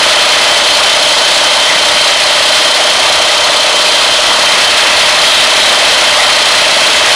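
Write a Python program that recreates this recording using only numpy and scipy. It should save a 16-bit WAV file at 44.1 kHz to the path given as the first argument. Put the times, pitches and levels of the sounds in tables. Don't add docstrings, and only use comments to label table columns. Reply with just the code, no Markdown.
import sys
import numpy as np
from scipy import signal
from scipy.fft import rfft, irfft
from scipy.io import wavfile
from scipy.ndimage import uniform_filter1d

SR = 44100
rng = np.random.default_rng(int(sys.argv[2]) if len(sys.argv) > 2 else 0)


def to_wav(s):
    ch = np.atleast_2d(s).T
    pcm = np.round(np.clip(ch, -1, 1) * 32767)
    wavfile.write(sys.argv[1], SR, pcm.astype(np.int16))


N = 315315
ROTOR_TURNS_PER_CYCLE = 1.561

# time in seconds, four-stroke cycle rate in Hz.
CYCLE_RATE = [(0, 19.91), (.4, 19.92), (.8, 19.99), (1.2, 20.09), (1.6, 20.135), (2.2, 20.17), (3, 20.175),
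              (4.4, 20.21), (5, 20.175), (6, 20.19), (7.15, 20.17)]
# frequency in Hz, relative density in dB.
SPLINTER_SPECTRUM = [(1500, -27), (2700, -5.5), (3250, 1), (3800, -2), (4200, -1.5), (4700, -4), (5500, -8),
                     (6400, -11), (7000, -13), (10000, -16.5), (14000, -19)]


def undb(db):
    return 10 ** (np.asarray(db) / 20)


def unit(x):
    return x / np.sqrt(np.mean(x ** 2))


def curve(table):
    times_s, values = np.transpose(table)
    return np.interp(np.arange(N) / SR, times_s, values)


def colour(x, spectrum):
    hz, db = np.transpose(spectrum)
    bins_hz = np.maximum(np.arange(N // 2 + 1) * SR / N, 1)
    gain = undb(np.interp(np.log(bins_hz), np.log(hz), db))
    return unit(irfft(rfft(x) * gain, N))


def ring(x, hz, width_hz):
    return signal.lfilter(*signal.iirpeak(hz, hz / width_hz, SR), x)


def drift(rate_hz):
    hold = int(SR / rate_hz)
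    steps = np.repeat(rng.standard_normal(N // hold + 1), hold)
    return unit(uniform_filter1d(steps, hold)[:N])


def swell(turns, sharpness):
    return np.exp(sharpness * (np.cos(2 * np.pi * turns) - 1))


def bump(centre_s, length_s):
    return np.exp(-2 * ((np.arange(N) / SR - centre_s) / length_s) ** 2)


def exhaust(cycles, pipe_hz=620, scatter_hz=185, waver_db=1.0):
    # multiple of the cycle rate, level in dB.
    tones = [(10, -53), (12, -44.5), (13, -50), (15, -41.5), (16, -40.5), (17, -42.5), (19, -49.5),
             (22, -42), (24, -34), (25, -38.5), (26, -53), (27, -39.5), (28, -36), (29, -26.5), (30, -22),
             (31, -28.5), (32, -27.5), (33, -28), (34, -41), (36, -56), (37, -33), (41, -36), (44, -28.5),
             (46, -36), (47, -34.5), (49, -34.5), (50, -32), (59, -44), (60, -44), (75, -33.5)]
    mean_rate_hz = np.array(CYCLE_RATE)[:, 1].mean()
    out = 0
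    for order, db in tones:
        offset_hz = abs(order * mean_rate_hz - pipe_hz)
        scatter_turns = min((offset_hz / scatter_hz) ** 2, 1) * rng.uniform(-0.57, 0.52)
        gain = undb(db + waver_db * drift(16))
        out += gain * np.cos(2 * np.pi * (order * cycles + scatter_turns))
    return np.sqrt(2) * out


def knock(cycles, lag_cycles=0.4, decay_cycles=0.014, level_db=-28):
    decay = np.exp(-((cycles - lag_cycles) % 1) / decay_cycles)
    return undb(level_db) * unit(ring(decay * rng.standard_normal(N), hz=940, width_hz=660))


def gears(cycles, waver_db=0.3, jitter_rad=0.13):
    orders = [152.6, 153.66, 153.937, 154.74, 156.9, 157.97, 158.27]
    levels_db = [-27, -19.5, -25.5, -39.5, -32, -30.5, -29]
    out = 0
    for order, db in zip(orders, levels_db):
        gain = undb(db + waver_db * drift(14))
        out += gain * np.cos(2 * np.pi * order * cycles + jitter_rad * drift(25))
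    return np.sqrt(2) * out


def fan(load_db, level_db=-14, db_per_load_db=0.2, flutter_db=0.83):
    # frequency in Hz, relative density in dB.
    roar_spectrum = [(25, -5), (100, -48), (200, -15), (400, -9.5), (600, 0.5), (900, -.5), (1250, 0),
                     (1700, -8.5), (3000, -15), (8000, -33)]
    roar = colour(rng.standard_normal(N), roar_spectrum)
    return roar * undb(level_db + db_per_load_db * load_db + flutter_db * drift(18))


def fractures(rate_hz, spread_db):
    hits = rng.random(N) < rate_hz / SR
    sizes = undb(spread_db * np.minimum(rng.exponential(size=N), 5))
    return unit(hits * sizes * rng.standard_normal(N))


def rotor(cycles, load_db, tear_db=-13.5, splinter_db=-8.5, surge_db=0.8, uneven_db=0.44):
    # frequency in Hz, width in Hz, relative gain in dB.
    housing = [(1450, 420, -6), (2028, 337, 0), (2660, 243, -1.5)]
    pressure = undb(surge_db * drift(40))
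    snaps = fractures(7000, spread_db=2.5) * pressure
    tearing = unit(sum((-1) ** k * undb(db) * ring(snaps, hz, width_hz)
                       for k, (hz, width_hz, db) in enumerate(housing)))
    spray = 1 + 0.37 * swell(ROTOR_TURNS_PER_CYCLE * cycles, sharpness=2.5)
    splinters = colour(fractures(20000, spread_db=2.5) * pressure * spray, SPLINTER_SPECTRUM)
    wood_db = load_db + uneven_db * drift(6)
    return tearing * undb(tear_db + wood_db) + splinters * undb(splinter_db + 0.24 * wood_db)


def clatter(cycles, uneven_db=2.0):
    # frequency in Hz, 60 dB decay time in seconds, rms level in dB.
    steel = [(4056, 0.046, -22.5), (4228, 0.039, -24), (5210, 0.011, -30), (6250, 0.026, -31.5),
             (6480, 0.03, -34), (8240, 0.0032, -39)]
    graze = swell(ROTOR_TURNS_PER_CYCLE * cycles, sharpness=5.7) * undb(uneven_db * drift(30))
    strikes = graze * rng.standard_normal(N)
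    out = 0
    for k, (hz, t60_s, db) in enumerate(steel):
        width_hz = np.log(1000) / np.pi / t60_s
        out += (-1) ** k * undb(db) * unit(ring(strikes, hz, width_hz))
    return out


def breeze(start_db=-36.5, rise_db_per_s=0.7, gust_db=6):
    rumble = ring(rng.standard_normal(N), hz=42, width_hz=50)
    gusts = undb(gust_db * np.minimum(drift(12), 1))
    puffs = unit(ring(rumble, hz=41, width_hz=83) * gusts)
    return puffs * undb(start_db + rise_db_per_s * np.arange(N) / SR)


def bites(crunch_gain=0.51):
    # centre in seconds, length in seconds, squeal in Hz, width in Hz, level in dB.
    hard_pieces = [(.77, .06, 4270, 900, -13), (1.71, .12, 2040, 400, -15), (1.896, .02, 3650, 250, -13),
                   (3.53, 0.071, 3480, 500, -14), (3.878, .03, 2580, 700, -13), (4.37, .15, 1030, 600, -14),
                   (4.922, .13, 2660, 700, -15), (4.957, .03, 4290, 1200, -10), (5.3, .09, 3450, 1100, -11),
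                   (5.4, .055, 3760, 600, -9.5), (5.62, .078, 3870, 400, -14),
                   (6.172, 0.14, 2000, 400, -17)]
    snaps = fractures(4000, spread_db=5.5)
    crunch = crunch_gain * colour(snaps, SPLINTER_SPECTRUM)
    out = 0
    for centre_s, length_s, hz, width_hz, db in hard_pieces:
        squeal = unit(ring(ring(snaps, hz, width_hz), hz, width_hz))
        out += undb(db) * bump(centre_s, length_s) * (squeal + crunch)
    return out


def scene(throb_at_s=2.707, exhaust_db=-0.1, lull_db=-3.5):
    # time in seconds, load in dB re normal.
    feed = [(0, 2), (.35, 1.5), (.65, -1), (2.2, -0.5), (4.2, -2), (4.9, 3.5), (5.2, 1), (7.15, 1.5)]
    load_db = curve(feed)
    cycles = np.cumsum(curve(CYCLE_RATE)) / SR
    firing = cycles - cycles[int(throb_at_s * SR)]
    throb = exhaust(firing) * undb(exhaust_db + lull_db * bump(centre_s=4.7, length_s=0.52))
    engine = throb + knock(firing) + gears(cycles) + fan(load_db)
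    return (engine + rotor(cycles, load_db) + clatter(cycles) + bites() + breeze())[None]


def record(dry, low_cut_hz=125, high_cut_hz=11000, hiss_db=-48, top_hz=15700):
    clipped = saturate(dry, ceiling=0.72, knee=10)
    thinned = signal.sosfilt(signal.butter(1, low_cut_hz, "high", fs=SR, output="sos"), clipped)
    narrow = lowpass(thinned, high_cut_hz, taps=71)
    rounded = saturate(narrow, ceiling=0.71, knee=6.1)
    hiss = undb(hiss_db) * rng.standard_normal(N)
    return lowpass(rounded + hiss, top_hz, taps=1201)


def saturate(x, ceiling, knee):
    return x / (1 + np.abs(x / ceiling) ** knee) ** (1 / knee)


def lowpass(x, hz, taps):
    return signal.fftconvolve(x, signal.firwin(taps, hz, fs=SR)[None], mode="same")


dry = scene()
out = record(dry)
to_wav(out)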